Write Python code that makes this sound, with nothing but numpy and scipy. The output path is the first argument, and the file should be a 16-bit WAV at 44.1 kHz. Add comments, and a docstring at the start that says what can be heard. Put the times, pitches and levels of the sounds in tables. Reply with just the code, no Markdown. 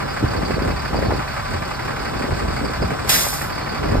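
"""An open lot: a six-cylinder diesel dump truck idles while wind buffets a hand-held stereo microphone.
Each firing knocks the block, ticks an injector, slaps a piston and shakes a loose metal part.
Gears, fan and exhaust lay a bed under the clatter, and a thin whine rides above it.
Near the end an air valve opens with a sharp hiss that dies away as the pressure falls."""
import sys
import numpy as np
from scipy import signal
from scipy.fft import rfft, irfft
from scipy.io import wavfile

SR = 44100
rng = np.random.default_rng(int(sys.argv[2]) if len(sys.argv) > 2 else 0)


def dump(signal):
    """Clip the signal to [-1, 1] and save it as 16-bit WAV at the path in sys.argv[1]."""
    limited = np.clip(np.atleast_2d(signal).T, -1, 1)
    pcm = np.round(limited * 32767).astype(np.int16)
    wavfile.write(sys.argv[1], SR, pcm)


N = 176400
T, HZ = np.arange(N) / SR, np.fft.rfftfreq(N, 1 / SR)

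# idle tempo: t/s, firing rate/Hz
FIRING_RATE = [(0, 35.245), (.5, 35.262), (1, 34.831), (2, 35.023), (2.7, 35.113), (3.4, 35.743),
               (4, 36.024)]
# accents of each cylinder, in firing order: knock/dB, rattle/dB, piston slap/dB, injector tick/dB
CYLINDER_ACCENTS = [(6, 3, 2, 5.5), (3, 2.5, -7.5, 0.5), (-6, -16, -4, -3.5), (4.5, 0.5, 1.5, 1.5),
                    (1, 5, -5, -2.5), (1, 2.5, -7, 5)]
# tone of the combustion knock: f/Hz, level/dB per Hz
KNOCK_SPECTRUM = [(150, -71), (450, -70), (800, -62), (1250, -65), (1750, -66), (2350, -67.5), (3200, -82),
                  (5500, -102), (8000, -100), (15500, -115)]
# resonances of the engine block: f/Hz, width/Hz, lift/dB
BLOCK_MODES = [(580, 22, 7), (764, 69, 3), (1008, 26, 4), (1149, 24, 7.5), (1200, 25, 4.5), (1300, 51, 3),
               (1562, 66, 3.5)]
# tone of the injector tick: f/Hz, level/dB per Hz
TICK_SPECTRUM = [(2000, -105), (4000, -92), (8000, -86.5), (13000, -98), (15500, -110)]
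# tone of gears and fan: f/Hz, level/dB per Hz
CHURN_SPECTRUM = [(20, -97), (30, -78), (45, -67.5), (130, -56.5), (230, -66.5), (380, -70.5), (800, -63.5),
                  (1300, -65), (2300, -75.5), (3400, -77), (5200, -78.5), (6300, -84), (8500, -90.5),
                  (13300, -92), (15500, -108)]
# exhaust harmonics: multiple of the firing rate, level/dB
EXHAUST_HARMONICS = [(1, -45.5), (2, -49.5), (3, -50), (4, -45), (5, -53.5)]
# ring of the loose part: f/Hz, relative level/dB, t60/s
LOOSE_PART_MODES = [(2563, 2.5, 0.053), (4480, -6.5, 0.19), (4490, 3.5, 0.04), (4720, 13, 0.028),
                    (4950, -1.5, 0.075), (5130, -14, 0.15)]
# squeaks of the loose part: t/s, length/s, f/Hz, level/dB
SQUEAK_CUES = [(0.075, 0.069, 4850, -34), (0.528, 0.058, 4480, -38), (0.79, 0.02, 4940, -35.5),
               (0.956, 0.03, 4690, -33.5), (1.036, 0.061, 4530, -35), (1.726, 0.046, 4570, -35),
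               (2.644, .025, 4780, -30.5), (2.81, .035, 4830, -33.5), (3.583, 0.09, 4480, -36.5)]
# partials of the whine: f/Hz, level/dB
WHINE_PARTIALS = [(6794, -65), (7763, -57), (8732, -62), (9703, -78), (14555, -90)]
# fader ride on the whine: t/s, gain/dB
WHINE_RIDE = [(0, -3), (.7, 1.5), (1.1, -5), (1.55, 2.5), (1.95, -2), (2.25, 1.5), (2.65, 5.5), (2.8, -0.5),
              (3.05, 5), (3.5, -5), (4, -21)]
# bright hiss of the air jet at full flow: f/Hz, level/dB per Hz
HISS_SPECTRUM = [(500, -85), (2000, -78), (3600, -58.5), (5100, -57), (6300, -57), (9000, -56.5),
                 (10300, -55), (13300, -57.5), (14500, -61), (15700, -72)]
# darker roar of the jet at full flow: f/Hz, level/dB per Hz
ROAR_SPECTRUM = [(200, -66.5), (700, -56), (1600, -58), (2400, -56.5), (3600, -58.5), (5000, -60.5),
                 (6000, -62), (12000, -98)]
# resonances of the valve outlet: f/Hz, width/Hz, lift/dB
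OUTLET_MODES = [(1560, 98, 6), (2030, 250, 4), (4480, 120, 0.5), (5140, 450, 3), (8600, 140, -6),
                (11800, 120, -2), (13500, 130, 5)]
# wind rumble ahead of its fader: f/Hz, level/dB per Hz
RUMBLE_SPECTRUM = [(15, -81), (30, -59), (45, -18.5), (62, -17.5), (100, -22), (150, -26), (300, -41.5),
                   (800, -95.5)]
# gusts, as a fader ride on the rumble: t/s, gain/dB
RUMBLE_RIDE = [(0.0, -34), (0.21, -36), (0.24, -23.5), (0.31, -27.5), (0.55, -29.5), (0.62, -24),
               (0.73, -24), (0.78, -32), (0.82, -24), (0.9, -33.5), (0.98, -22), (1.1, -22.5), (1.18, -28),
               (1.25, -34.5), (1.47, -33), (1.53, -24.5), (1.59, -27.5), (1.64, -35), (1.85, -36.5),
               (2.18, -29), (2.26, -37), (2.33, -24), (2.38, -32), (2.48, -22), (2.77, -33.5), (2.83, -19),
               (2.91, -34), (3.4, -35), (3.75, -36.5), (3.78, -27.5), (3.9, -21.5), (4.0, -19)]
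# wind flutter ahead of its fader: f/Hz, level/dB per Hz
FLUTTER_SPECTRUM = [(60, -51.5), (130, -25.5), (250, -23.5), (450, -25), (800, -32.5), (1400, -44),
                    (3000, -69.5), (8000, -89)]
# flurries, as a fader ride on the flutter: t/s, gain/dB
FLUTTER_RIDE = [(0.0, -31), (0.2, -39.5), (0.23, -22.5), (0.27, -32.5), (0.42, -25), (0.56, -29),
                (0.63, -25.5), (0.72, -26.5), (0.76, -38.5), (0.85, -31.5), (0.89, -40), (0.94, -24.5),
                (1.14, -26), (1.17, -36), (1.2, -31), (1.25, -39), (1.47, -51), (1.53, -26.5),
                (1.58, -34.5), (1.66, -34), (1.77, -40.5), (1.85, -31.5), (2.02, -33.5), (2.25, -28),
                (2.32, -27), (2.37, -30.5), (2.5, -30.5), (2.57, -33), (2.64, -24.5), (2.77, -37.5),
                (2.83, -23), (2.87, -36), (2.92, -26.5), (2.97, -35.5), (3.14, -32.5), (3.36, -39),
                (3.78, -31.5), (3.9, -24), (3.96, -21), (4.0, -27.5)]
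# single wind thumps: t/s, f/Hz, level/dB, left share/0-1
BUFFET_CUES = [(.229, 257, -8.5, 0.5), (.239, 243, -9.5, 0.35), (.247, 109, -7.5, 0.44),
               (.433, 236, -12.5, 0.65), (.508, 394, -9.5, 0.4), (0.545, 131, -15, 0.45),
               (0.583, 378, -12, .5), (.622, 300, -13.5, 0.4), (.705, 553, -16, 0.36),
               (.725, 620, -18, 0.6), (.946, 740, -11.5, .5), (0.974, 400, -15, 0.35),
               (0.989, 140, -20, .5), (1.028, 438, -9, 0.5), (1.087, 99, -12, .5), (1.109, 654, -9.5, .5),
               (1.124, 510, -10, 0.5), (1.138, 348, -14, .5), (2.331, 105, -12.5, 0.32),
               (2.819, 149, -12.5, 0.38), (3.268, 700, -12.5, 0.8), (3.955, 515, -9.5, 0.3),
               (3.987, 45.7, -11.5, 0.44)]
# phase between the microphone's two ports: f/Hz, left lead/rad
STEREO_PHASE = [(0, 0), (200, 0), (330, 2.4), (650, 3.3), (1000, 4.9), (2300, 6.7), (2900, 9.1),
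                (4300, 8.8), (5050, 7.2), (6000, 9.4), (8000, 12.6), (10250, 15.7), (12400, 18.8),
                (14700, 22), (16000, 23.5)]
# how alike the ports sound: f/Hz, likeness/0-1
STEREO_LIKENESS = [(50, 0.5), (280, 0.34), (550, 0.21), (850, 0.11), (1200, 1), (1900, 1), (2400, 0.63),
                   (2800, 0.51), (3900, 0.33), (5000, 0.72), (6000, 1), (7200, 0.32), (10000, 1),
                   (15000, 1)]
# balance between the ports: f/Hz, left minus right/dB
STEREO_BALANCE = [(100, 0.5), (2100, -0.5), (2700, -6.5), (3500, 0.5), (4700, -6), (6000, 0)]


def engine(turns, times, knock_db, tick_db):
    """The core of the idle: knocks and ticks, no two equally loud, over churn and exhaust hum."""
    knock_db, tick_db = np.array([knock_db, tick_db]) + .5 * rng.standard_normal((2, len(times)))
    clatter = combustion_knock(times, knock_db) + injector_tick(times, tick_db)
    return stereo_image(clatter + gear_churn()) + exhaust_hum(turns)


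def combustion_knock(times, accents_db):
    """Each firing drives a gritty burst through the resonances of the block."""
    drive = blows(times, accents_db, rise_s=.0023, fade_s=.025) * amp(.59 * drift(rate_hz=190))
    return colour(evened(drive * clicks(grain_db=1.43)), KNOCK_SPECTRUM, BLOCK_MODES)


def injector_tick(times, accents_db):
    """The injectors put a short, bright edge on each firing."""
    drive = blows(times, accents_db, rise_s=.0035, fade_s=.021)
    return colour(evened(drive * clicks(grain_db=2.5)), TICK_SPECTRUM)


def piston_slap(times, accents_db):
    """Just after firing each piston slaps its bore: a short crack, then the block rings."""
    delay_s, attack_s, crack_s, t60_s = .012, .00061, .0022, .11
    hits = np.zeros(N + SR)
    hits[((times + delay_s) * SR).astype(int)] = amp(accents_db + .5 * rng.standard_normal(len(times)))
    t = T[:SR // 5]
    ring = sum(amp(lift) * np.sin(2 * np.pi * (f * t + rng.random((2, 1)))) for f, _, lift in BLOCK_MODES)
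    ring *= (amp(-60 * t / t60_s) + np.exp(-t / crack_s)) * np.minimum(t / attack_s, 1)
    return amp(-42) * stereo_image(evened(signal.oaconvolve(hits[None], ring, axes=1)[:, :N]))


def rattle(times, accents_db):
    """A loose metal part jingles with each firing and now and then squeaks, right of centre."""
    lag_s, pan_db = .0019, [[-5], [0]]
    levels_db = accents_db + 2.1 * rng.standard_normal(len(times))
    force = blows(times + lag_s, levels_db, rise_s=.0042, fade_s=.02) * amp(.83 * drift(rate_hz=8.3))
    t = T[:SR // 10]
    ring = sum(amp(db - 60 * t / t60) * np.sin(2 * np.pi * f * t) for f, db, t60 in LOOSE_PART_MODES)
    jingle = signal.oaconvolve(force * clicks(grain_db=.5), ring[None], axes=1)[:, :N]
    metal = amp(-39) * evened(jingle)
    scrape = drift(rate_hz=330) + 1j * drift(rate_hz=330)  # smears each squeak into a narrow band
    for start, length, hz, db in SQUEAK_CUES:
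        arch = np.sin(np.pi * np.clip((T - start) / length, 0, 1))
        metal += amp(db) * arch * (scrape * np.exp(2j * np.pi * hz * T)).real
    return metal * amp(pan_db)


def gear_churn():
    """Gears and fan make a steady noise bed, coloured by the block and reflected by the chassis."""
    noise = rng.standard_normal((2, N)) * amp(.83 * drift(rate_hz=220))
    return reflected(colour(noise, CHURN_SPECTRUM, BLOCK_MODES), echo_db=-4, fade_s=.016)


def exhaust_hum(turns):
    """The exhaust hums on harmonics of the firing rate."""
    return sum(amp(db) * np.sqrt(2) * np.sin(2 * np.pi * (k * turns + rng.random()))
               for k, db in EXHAUST_HARMONICS)


def whine():
    """A fast-spinning part sings thin partials that waver in pitch and level."""
    clock = np.cumsum(1 + .001265 * drift(rate_hz=5.7) + .00153 * drift(rate_hz=60)) / SR
    level = amp(ride(WHINE_RIDE) + 1.5 * drift(rate_hz=7))
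    return level * sum(amp(db) * np.sqrt(2) * np.sin(2 * np.pi * f * clock) for f, db in WHINE_PARTIALS)


def air_release():
    """A valve pops open; the roar dies first, the hiss follows the falling pressure until it shuts."""
    open_s, shut_s, attack_s = 3.0922, 3.45, .0015
    leak_db, leak_s, pop_db, pop_s = -9.5, .0096, 2, .0048
    hiss_hold_s, roar_hold_s = .044, .063
    hiss_db_per_s, shut_db_per_s, roar_db_per_s = -62.5, -117, -158
    age = np.maximum(T - open_s, 0)
    leak = amp(leak_db) * np.exp(np.minimum(T - open_s, 0) / leak_s)  # swells into the pop
    flow = np.minimum(leak + age / attack_s, 1)
    flow *= amp(pop_db * np.exp(-age / pop_s) + 1.2 * drift(rate_hz=130))
    hiss_db = hiss_db_per_s * np.maximum(age - hiss_hold_s, 0) + shut_db_per_s * np.maximum(T - shut_s, 0)
    roar_db = roar_db_per_s * np.maximum(age - roar_hold_s, 0)
    hiss = colour(rng.standard_normal((2, N)) * flow * amp(hiss_db), HISS_SPECTRUM, OUTLET_MODES)
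    roar = colour(rng.standard_normal((2, N)) * flow * amp(roar_db), ROAR_SPECTRUM, OUTLET_MODES)
    return stereo_image(reflected(hiss + roar, echo_db=-8, fade_s=.02))


def wind():
    """Gusts on the microphone make a mostly shared rumble, a lumpy flutter and single thumps."""
    shared_power, lump_db, buffet_cycles = .79, 5.5, .51
    pressure = np.sqrt(shared_power) * rng.standard_normal(N)
    pressure = pressure + np.sqrt(1 - shared_power) * rng.standard_normal((2, N))
    rumble = amp(ride(RUMBLE_RIDE)) * colour(pressure, RUMBLE_SPECTRUM)
    eddies = evened(rng.standard_normal((2, N)) * amp(lump_db * np.tanh(drift(rate_hz=132))))
    flutter = amp(ride(FLUTTER_RIDE)) * stereo_image(colour(eddies, FLUTTER_SPECTRUM))
    buffets = np.zeros((2, N))
    for centre, hz, db, left in BUFFET_CUES:
        cycles = (T - centre) * hz
        thump = 2 * amp(db) * np.exp(-(cycles / buffet_cycles) ** 2) * np.sin(2 * np.pi * cycles)
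        buffets += np.outer([left, 1 - left], thump)
    return rumble + flutter + buffets


def reflected(x, echo_db, fade_s):
    """Adds dense early reflections from chassis and ground."""
    taps = rng.standard_normal(SR // 4) * np.exp(-T[:SR // 4] / fade_s)
    return x + amp(echo_db) * signal.fftconvolve(x, taps[None] / np.linalg.norm(taps), axes=1)[:, :N]


def stereo_image(pair):
    """Blends two signals into the likeness, phase and balance heard at the microphone's ports."""
    left, other = rfft(pair)
    likeness = np.clip(eq_curve(STEREO_LIKENESS), 0, .95)
    right = likeness * left + np.sqrt(1 - likeness ** 2) * other
    tilt = amp(eq_curve(STEREO_BALANCE) / 2)
    lag = np.exp(-1j * np.interp(HZ, *np.transpose(STEREO_PHASE)))
    return irfft(np.array([left * tilt, right * lag / tilt]), N)


def colour(x, spectrum, resonances=()):
    """Minimum-phase EQ: gives white sound a spectrum, with resonances that ring after each blow."""
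    db = eq_curve(spectrum) + sum(lift / (1 + (2 * (HZ - f) / width) ** 2) for f, width, lift in resonances)
    cepstrum = irfft(np.log(amp(db)), N) * (1 + np.sign(np.fft.fftfreq(N)))
    return irfft(rfft(x) * np.exp(rfft(cepstrum)) * np.sqrt(SR / 2), N)


def blows(times, levels_db, rise_s, fade_s):
    """Envelope of round-topped hits that swell quickly and fade more slowly."""
    power = np.zeros(N)
    for peak, db in zip(times, levels_db):
        age = T - peak
        near = (age > -4 * rise_s) & (age < .1)
        width_s = np.where(age[near] < 0, rise_s, fade_s)
        power[near] += (amp(db) * np.exp(-(age[near] / width_s) ** 2)) ** 2
    return np.sqrt(power)


def clicks(grain_db):
    """Two channels of grit: dense clicks of uneven size."""
    return rng.standard_normal((2, N)) * amp(grain_db * np.minimum(rng.exponential(1, N), 5))


def drift(rate_hz):
    """Smooth random wobble of rms 1, up to about the given rate."""
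    return evened(irfft(rfft(rng.standard_normal(N)) * np.exp(-(HZ / rate_hz) ** 2), N))


def ride(points):
    """Automation curve through (t/s, value) points."""
    return np.interp(T, *np.transpose(points))


def eq_curve(points):
    """Curve through (f/Hz, value) points on a log-frequency axis."""
    f, value = np.transpose(points)
    return np.interp(np.log(HZ + 1), np.log(f + 1), value)


def amp(db):
    """Decibels to gain."""
    return 10 ** (np.asarray(db) / 20)


def evened(x):
    """Scales to rms 1."""
    return x / np.sqrt(np.mean(x ** 2) + 1e-20)


def scene():
    """The crank sets the beat for engine, slap and rattle; whine, wind and air come on top."""
    turns = .14 + np.cumsum(ride(FIRING_RATE)) / SR  # counts one per firing
    firings = np.arange(int(turns[-1]) + 1)
    times = np.interp(firings, turns, T)
    knock_db, rattle_db, slap_db, tick_db = np.array(CYLINDER_ACCENTS)[firings % len(CYLINDER_ACCENTS)].T
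    idle = engine(turns, times, knock_db, tick_db) + piston_slap(times, slap_db) + rattle(times, rattle_db)
    return idle + whine() + wind() + air_release()


def record(dry):
    """A steep low-pass at 15750 Hz trims the top of the mix."""
    return signal.oaconvolve(dry, signal.firwin(511, 15750, window=("kaiser", 9), fs=SR)[None], "same")


dry = scene()
out = record(dry)
dump(out)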